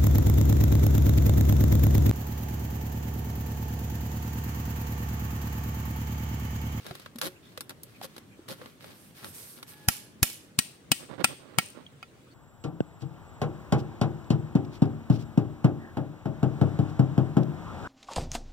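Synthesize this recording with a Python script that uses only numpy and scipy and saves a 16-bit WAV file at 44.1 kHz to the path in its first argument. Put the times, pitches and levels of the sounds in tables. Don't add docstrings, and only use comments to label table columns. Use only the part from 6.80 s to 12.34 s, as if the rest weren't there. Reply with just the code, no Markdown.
import sys
import numpy as np
from scipy import signal
from scipy.fft import rfft, irfft
from scipy.io import wavfile
from scipy.ndimage import uniform_filter1d

SR = 44100
rng = np.random.default_rng(int(sys.argv[2]) if len(sys.argv) > 2 else 0)


def bounce(signal):
    frames = np.transpose(np.atleast_2d(signal))
    limited = np.clip(frames, -1, 1)
    pcm = np.round(limited * 32767).astype(np.int16)
    wavfile.write(sys.argv[1], SR, pcm)


N = 244314

# pitch_hz, level_db
KNOCK_TONE = [(40, -23.5), (120, 13), (280, 9.5), (420, 9.5), (550, 8.5), (750, 1.5), (1250, 4.5),
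              (2400, -4), (4000, 0), (7000, -12), (12000, -6.5), (16000, -19.5)]


def knife_blows(lead_s=.012, give_s=0.00162, give_db=-11, scatter_db=-27, scatter_s=0.0191,
                uneven_db=2.5, thud_s=0.00238, chips_db=-18):
    # start_s, crack_db, crumble_s, hollow_db, low_hz and high_hz (favoured by the struck spot),
    # ring_db, thud_db, thud_hz, thud_pan_db, tail_db, dullness (on the right, 0 to 1)
    strikes = [(3.0858, -1.16, 0.002547, 5.5, 1202, 11610, -3, -10.5, 108, 6, -2.5, 0),
               (3.4295, 1, 0.00427, 0.5, 1720, 11670, -1, -9, 102, 7, -1.5, 0.035),
               (3.7893, 1.85, 0.00272, -4, 1896, 6900, -4, -16, 135, 9, -7.5, 0.319),
               (4.1175, 2.5, 0.00283, -8, 2901, 3052, 0, -15.5, 140, 19, -6.5, 0.72),
               (4.4438, 1.67, 0.00398, 1.5, 1374, 2538, -2, -18.5, 135, 14, -6, 0.89),
               (4.7856, -2.5, 0.0035, 0, 1415, 2197, 3, -15.5, 150, 10, -4, 1)]
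    # pitch_hz, level_db
    crack_tone = [(60, -30.5), (250, 14), (480, 4), (800, 14), (1900, 9), (2600, 8.5), (3800, 8.5),
                  (5200, 11.5), (7500, 10), (10000, 8.5), (16000, -1)]
    # pitch_hz, left_db, right_db, dulling_db (added on the right at full dullness)
    side_tone = [(300.6, 1.5, 4, -1.5), (755, -2, -1.5, 5.5), (1305, -1.5, -3, 4), (2860, 0.5, 0.5, 4),
                 (4900, 0.5, 1.5, -3), (7290, -1.5, 4, -21.5), (8760, 9, -7.5, -7.5), (10260, -4, 8, -32),
                 (12560, 2.5, 13, -41.5), (16100, 2, 6, 5)]
    out = np.zeros((2, N))
    t = np.arange(SR * 3 // 5) / SR - lead_s
    early = t[:SR // 12]
    for (start_s, crack_db, crumble_s, hollow_db, low_hz, high_hz,
         ring_db, thud_db, thud_hz, thud_pan_db, tail_db, dullness) in strikes:
        giving = gain_of(give_db) * np.exp(-abs(early) / give_s)
        crumbling = np.exp(-abs(early) / crumble_s) + gain_of(scatter_db) * np.exp(-abs(early) / scatter_s)
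        crack = burst(np.where(early < 0, giving, crumbling))
        crack = np.pad(crack, ((0, 0), (0, len(t) - len(early))))
        chips = colour(falling_chips(t, chips_db + tail_db), lambda f: 20 * (treble(f, 2000) - 1))
        hit = crack + echo_tail(crack, tail_db) + chips
        hit = colour(hit, lambda f: crack_db + look_up(crack_tone, f) + uneven_db * treble_ripple(f))
        hit += gain_of(ring_db) * shell_ring(t, low_hz, high_hz)

        def sides_db(f):
            left = look_up(side_tone, f)
            right = look_up(side_tone, f, column=2) + dullness * look_up(side_tone, f, column=3)
            return hollow_db * hump(f, centre_hz=1051.2, octaves=0.662) + np.array([left, right])

        thud = -np.sin(2 * np.pi * thud_hz * t) * np.exp(-abs(t) / thud_s)
        add(out, start_s - lead_s, colour(hit, sides_db) + gain_of(thud_db) * panned(thud_pan_db) * thud)
    return out


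def shell_ring(t, low_hz, high_hz, favour_db=8, spot_octaves=0.0346):
    # pitch_hz, level_db, fade_s (time to fall by 60 dB)
    notes = [(194.7, -30.5, 0.0598), (751.1, -26, 0.0295), (1222.3, -25.5, 0.0222), (1350.5, -28, 0.0517),
             (1728.3, -35, 0.036), (1888.4, -36.5, 0.099), (2212.6, -27, 0.0316), (2512, -22.5, 0.0333),
             (2967, -26, 0.0393), (3235, -25.5, 0.02838), (3539, -41.5, 0.053), (4804, -28.5, 0.054),
             (5080, -40.5, .04), (6840, -38, .045), (8699, -30, .02), (9940, -37.5, .04), (10570, -40, .04),
             (11846, -33.5, 0.045), (12294, -30, 0.0256)]
    hz, db, fade_s = np.transpose(notes)[:, :, None]
    age = np.maximum(t, 0)
    favour = hump(hz, low_hz, spot_octaves) + hump(hz, high_hz, spot_octaves)
    level = gain_of(db + favour_db * favour) * fade(age, fade_s) * (t > 0)
    phase = rng.random((len(notes), 1))
    side_shift = rng.uniform(-0.765, 1, (2, len(notes), 1)) * np.minimum(hz / 9000, .5)
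    return (level * np.sin(2 * np.pi * (hz * age + phase + side_shift))).sum(1)


def treble_ripple(hz, width_hz=130, above_hz=3000):
    points_hz = np.arange(0, SR, width_hz)
    heights = evened(rng.standard_normal(SR // 50 + 1))[:len(points_hz)]
    return np.interp(hz, points_hz, heights) * treble(hz, above_hz)


def falling_chips(t, db, per_s=260, peak_s=0.03525):
    clicks = rng.standard_normal((2, len(t))) * (rng.random(len(t)) < per_s / SR)
    chips = clicks * np.maximum(t, 0) * np.exp(-t / peak_s)
    return gain_of(db) * chips / (np.linalg.norm(chips[0]) + 1e-12)


def echo_tail(hit, tail_db, rise_s=0.014):
    # pitch_hz, level_db, fade_s (time to fall by 60 dB)
    bands = [(201.6, -30, 0.68), (1300.7, -19, 0.42), (2638, -5.5, 0.439), (5120, -12.5, 0.445),
             (9044, -11, 0.419), (15000, -10.5, 0.318)]
    size = hit.shape[1]
    hz, times, spectrum = signal.stft(grains(size, 2.5), SR, nperseg=256)
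    spectrum *= fade(times, look_up(bands, hz, column=2)[:, None])
    tail = signal.istft(spectrum, SR, nperseg=256)[1][:, :size]
    tail *= 1 - np.exp(-np.arange(size) / SR / rise_s)
    tail = colour(tail / np.linalg.norm(tail[0]), lambda f: look_up(bands, f) + tail_db)
    return signal.fftconvolve(hit, tail, axes=1)[:, :size]


def light_ticks(click_db=-3, click_s=0.0034, away_db=-24):
    # start_s, level_db, low_hz and high_hz (the favoured pitches), reach_octaves
    ticks = [(4.861, -22, 8650, 8650, .6), (4.901, -20, 8650, 9900, .8), (5.0646, -28, 3263, 3254, .4),
             (5.228, -15, 1300, 2400, 2.2)]
    out, t = np.zeros((2, N)), np.arange(SR // 8) / SR
    for start_s, db, low_hz, high_hz, reach_octaves in ticks:
        tick = shell_ring(t, low_hz, high_hz) + gain_of(click_db) * burst(np.exp(-t / click_s))
        middle_hz = np.sqrt(low_hz * high_hz)
        add(out, start_s, colour(tick, lambda f: db + away_db * (1 - hump(f, middle_hz, reach_octaves))))
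    return out


def basket_taps(click_s=0.00372, rise_s=0.000474, rattle_db=-19, rattle_s=0.01822,
                knock_hz=280, knock_db=-18, pan_db=-0.04):
    # start_s, level_db, treble_db
    taps = [(.065, -10, 1), (.109, -5.5, -15), (.152, -12.5, 3.5), (.197, -22, 9.5), (.26, -5, -15.5),
            (.358, -19.5, 8), (.385, -15, 15.5), (.414, 1.5, 7.5), (.423, 0, -9), (.775, -4.5, -2.5),
            (.807, -9, 12), (.894, -11.5, 8.5), (.905, -9, -5), (1.0327, -33, 36), (1.2131, -10.5, -9),
            (1.364, -14, 1.5), (1.38, -14, 3), (1.686, -8.5, 1), (1.815, -9.5, -23.5), (1.858, -10, -14),
            (2.043, -11.5, -10), (2.444, -7.5, -0.5), (2.8277, -9, 1.5)]
    out, t = np.zeros((2, N)), np.arange(SR // 8) / SR
    dying = np.exp(-t / click_s) + gain_of(rattle_db) * np.exp(-t / rattle_s)
    envelope = dying * (1 - np.exp(-t / rise_s))
    for start_s, db, treble_db in taps:
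        def tone_db(f):
            floor_db = (knock_db - db) * hump(f, knock_hz, octaves=1)
            return db + look_up(KNOCK_TONE, f) + floor_db + treble_db * treble(f)

        add(out, start_s, panned(pan_db) * colour(burst(envelope), tone_db))
    return out


def basket_bumps(rise_s=0.00121):
    # start_s, level_db, pitch_hz, fade_s (time to fall by 60 dB)
    bumps = [(0.109, -27.5, 134.4, 0.047), (.11, -31.5, 718, 0.032), (.112, -40.5, 370.3, 0.164),
             (.355, -34, 234.3, 0.116), (.435, -36, 548.4, 0.198), (.465, -33.5, 364, 0.115),
             (.778, -37, 498.6, 0.0557), (1.214, -24.5, 762, 0.0178), (1.245, -37.5, 537.4, 0.0696),
             (1.592, -32.5, 334.5, 0.0302), (1.70, -35.5, 530.4, 0.128), (1.816, -38, 497, 0.0565)]
    out, t = np.zeros((2, N)), np.arange(SR // 6) / SR
    for start_s, db, hz, fade_s in bumps:
        ring = np.sin(2 * np.pi * hz * t) * fade(t, fade_s) * (1 - np.exp(-t / rise_s))
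        add(out, start_s, gain_of(db) * np.array([ring, ring]))
    return out


def scrapes():
    # start_s, length_s, level_db, treble_db
    drags = [(0.045, 0.0995, -45, -3), (0.427, 0.0683, -32, 7), (0.897, 0.0376, -48.5, -8.5),
             (1.223, 0.0459, -38.5, 6.5), (1.68, 0.0751, -38, 3), (1.778, 0.133, -50.5, -27),
             (2.008, 0.172, -53, -17), (2.421, 0.0813, -44.5, -8), (2.76, 0.055, -50.5, 5.5)]
    # start_s, length_s, level_db
    scuffs = [(4.19, .09, -48), (4.287, 0.0962, -41), (4.379, .032, -39), (4.396, 0.0365, -30),
              (4.484, .073, -42), (4.578, 0.374, -50.5), (4.945, 0.1046, -47)]
    # start_s, length_s, level_db, treble_db, pan_db
    skid = (3.5, 0.0021, -32, 23, -8)
    out = np.zeros((2, N))
    for drag in drags:
        add_scrape(out, *drag, pan_db=0.62)
    for scuff in scuffs:
        add_scrape(out, *scuff, treble_db=-31.5, pan_db=-23)
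    add_scrape(out, *skid)
    return out


def add_scrape(mix, start_s, length_s, db, treble_db, pan_db, ridges_per_s=140, catch=.7):
    t = np.arange(SR * 2 // 5) / SR
    progress = np.minimum(t / length_s, 1)
    swell = abs(np.sin(np.pi * progress ** 0.633))
    speed = np.exp(.5 * evened(uniform_filter1d(rng.standard_normal(len(t)), size=300)))
    ridges_passed = np.cumsum(ridges_per_s * speed) / SR
    slips = grains(len(t), spread_db=4.5) * (1 - catch * (ridges_passed % 1))
    slips = evened(colour(slips, lambda f: look_up(KNOCK_TONE, f) + treble_db * treble(f)))
    add(mix, start_s, gain_of(db) * panned(pan_db) * slips * swell)


def hand_brushing(rise_s=0.029, release_s=0.049, lift_s=2.95, resting_db=-77,
                  rub_boost_db=2, hiss_boost_db=3, hiss_pan_db=-3):
    # start_s, length_s, rub_db, hiss_db
    brushes = [(-.03, 0.257, -57, -77), (0.401, 0.067, -54, -59), (0.617, 0.121, -63, -79.5),
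               (1.039, 0.323, -64.5, -73), (1.706, 0.182, -60, -67), (1.992, 0.126, -57.5, -64),
               (2.129, 0.1505, -67.5, -61), (2.339, 0.0764, -54, -59), (2.422, 0.0754, -60, -51.5),
               (2.52, 0.1216, -57.5, -48.5), (2.651, 0.0826, -65, -52.5), (2.861, .04, -54, -53),
               (2.95, .1, -62.5, -67.5)]
    # pitch_hz, level_db
    rub_tone = [(300, -15.5), (1200, 5.5), (2500, 4.5), (4500, 4), (7000, -6.5)]
    hiss_tone = [(3000, -15), (5500, -5.5), (7300, -8.5), (9000, 2.5), (10500, -6.5), (12000, 4),
                 (14000, -12), (16000, -8)]
    start_s, length_s, rub_db, hiss_db = np.transpose(brushes)[:, :, None]
    t = np.arange(N) / SR
    strokes = np.clip((t - start_s) / rise_s, 0, 1)
    strokes *= np.exp(-np.maximum(t - start_s - length_s, 0) / release_s)
    resting = gain_of(resting_db) * np.exp(-np.maximum(t - lift_s, 0) / release_s)
    rub_level = np.linalg.norm(strokes * gain_of(rub_db), axis=0)
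    hiss_level = np.hypot(np.linalg.norm(strokes * gain_of(hiss_db), axis=0), resting)
    rub = rub_level * evened(colour(grains(N, spread_db=5.8), lambda f: look_up(rub_tone, f)))
    hiss = hiss_level * panned(hiss_pan_db) * steady_noise(hiss_tone)
    return gain_of(rub_boost_db) * rub + gain_of(hiss_boost_db) * hiss


def close_echoes(x):
    # left_delay_s, right_delay_s, level_db
    echoes = [(.0013, 0.0019, -24), (.0036, 0.0036, -13.5), (.0064, 0.008, -20)]
    out = x.copy()
    for left_s, right_s, db in echoes:
        add(out, left_s, gain_of(db) * x * [[1], [0]])
        add(out, right_s, gain_of(db) * x * [[0], [1]])
    return out * np.linalg.norm(x) / np.linalg.norm(out)


def outdoor_air(murmur_db=-56, hiss_db=-61):
    # pitch_hz, level_db
    murmur_tone = [(20, -29.5), (40, -25), (65, -13.5), (105, 2.5), (200, -0.5), (360, -3.5), (600, -13.5),
                   (1000, -38.5), (1600, -35), (3300, -59.5)]
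    hiss_tone = [(700, 9.5), (1500, 8), (3500, 3.5), (5000, -2.5), (8500, -2), (12000, -12.5), (16000, -7)]
    murmur = gain_of(murmur_db) * steady_noise(murmur_tone, size=2048)
    return murmur + gain_of(hiss_db) * steady_noise(hiss_tone)


def far_birds(width_hz=300):
    # start_s, length_s, pitch_hz, level_db
    chirps = [(0.543, 0.06, 2640, -61.5), (0.609, .11, 3550, -60.5), (1.133, 0.052, 2408, -58),
              (1.492, .09, 2385, -61.5), (5.498, 0.0494, 4430, -66)]
    out = np.zeros((2, N))
    smoothing = signal.butter(2, width_hz / 2, fs=SR, output="sos")
    for start_s, length_s, hz, db in chirps:
        size = round(length_s * SR)
        blur = evened(signal.sosfilt(smoothing, rng.standard_normal((2, size))))
        chirp = evened(blur * np.sin(2 * np.pi * hz * np.arange(size) / SR))
        add(out, start_s, gain_of(db) * chirp * np.hanning(size))
    return out


def far_horn(start_s=2.74, length_s=0.643, pan_db=-2.4):
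    # pitch_hz, level_db
    tones = [(845, -67), (1690, -63.5)]
    out, t = np.zeros((2, N)), np.arange(round(length_s * SR)) / SR
    horn = sum(gain_of(db) * np.sqrt(2) * np.sin(2 * np.pi * hz * t) for hz, db in tones)
    add(out, start_s, panned(pan_db) * horn * np.hanning(len(t)))
    return out


def steady_noise(tone, size=1024):
    # pitch_hz, likeness (0 to 1)
    side_likeness = [(60, 0.804), (300, 0.75), (640, 0.468), (1400, 0), (3000, 0)]
    hz = np.fft.rfftfreq(size, 1 / SR)
    a, b, c, d, patches = rng.standard_normal((5, N * 4 // size + 5, len(hz)))
    patches = uniform_filter1d(patches, size=8, axis=0)
    patches_db = 2 * evened(uniform_filter1d(patches, size=8, axis=1))
    likeness = look_up(side_likeness, hz)
    left = a + 1j * b
    right = likeness * left + np.sqrt(1 - likeness ** 2) * (c + 1j * d)
    spectrum = np.array([left, right]) * gain_of(look_up(tone, hz) + patches_db)
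    noise = signal.istft(spectrum.transpose(0, 2, 1), nperseg=size, noverlap=size * 3 // 4)[1]
    return evened(noise[:, :N])


def grains(size, spread_db):
    noise = rng.standard_normal((2, size))
    unevenness = 3 * uniform_filter1d(rng.standard_normal(size), size=9)
    return evened(noise * gain_of(spread_db * unevenness))


def burst(envelope, spread_db=2, passes=3):
    x = grains(len(envelope), spread_db) * envelope
    for _ in range(passes):
        spectrum = rfft(x)
        x = irfft(spectrum / (abs(spectrum) + 1e-12), len(envelope))
        x *= envelope / np.sqrt(abs(uniform_filter1d(x ** 2, size=65)) + 1e-14)
    return x / np.linalg.norm(x, axis=1, keepdims=True)


def colour(x, curve_db, size=4096):
    hz = abs(np.fft.fftfreq(size, 1 / SR))
    log_gain = np.log(gain_of(curve_db(hz)))
    response = np.fft.ifft(np.exp(np.conj(signal.hilbert(log_gain)))).real[..., :size // 2]
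    return signal.fftconvolve(x, np.atleast_2d(response), axes=1)[:, :x.shape[1]]


def look_up(points, hz, column=1):
    table = np.array(points, float)
    return np.interp(np.log(hz + 1), np.log(table[:, 0] + 1), table[:, column])


def hump(hz, centre_hz, octaves):
    return np.exp(-.5 * (np.log2((hz + 1) / centre_hz) / octaves) ** 2)


def treble(hz, corner_hz=4500):
    return hz ** 2 / (hz ** 2 + corner_hz ** 2)


def fade(t, fade_s):
    return np.exp(-np.log(1000) * t / fade_s)


def gain_of(db):
    return 10 ** (np.asarray(db) / 20)


def evened(x):
    return x / np.sqrt(np.mean(x ** 2) + 1e-20)


def panned(db):
    return evened(gain_of([[db / 2], [-db / 2]]))


def add(mix, start_s, sound):
    part = mix[:, max(round(start_s * SR), 0):][:, :sound.shape[1]]
    part += sound[:, :part.shape[1]]


def scene():
    close = knife_blows() + light_ticks() + basket_taps() + scrapes() + hand_brushing()
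    return close_echoes(close) + basket_bumps() + outdoor_air() + far_birds() + far_horn()


def record(dry, low_cut_hz=35, high_cut_hz=15850):
    x = signal.sosfilt(signal.butter(1, low_cut_hz, "high", fs=SR, output="sos"), dry)
    treble_cut = signal.firwin(255, high_cut_hz, window=("kaiser", 9), fs=SR)
    return signal.oaconvolve(np.clip(x, -1, 1), treble_cut[None], "same")


dry = scene()
out = record(dry)
bounce(out)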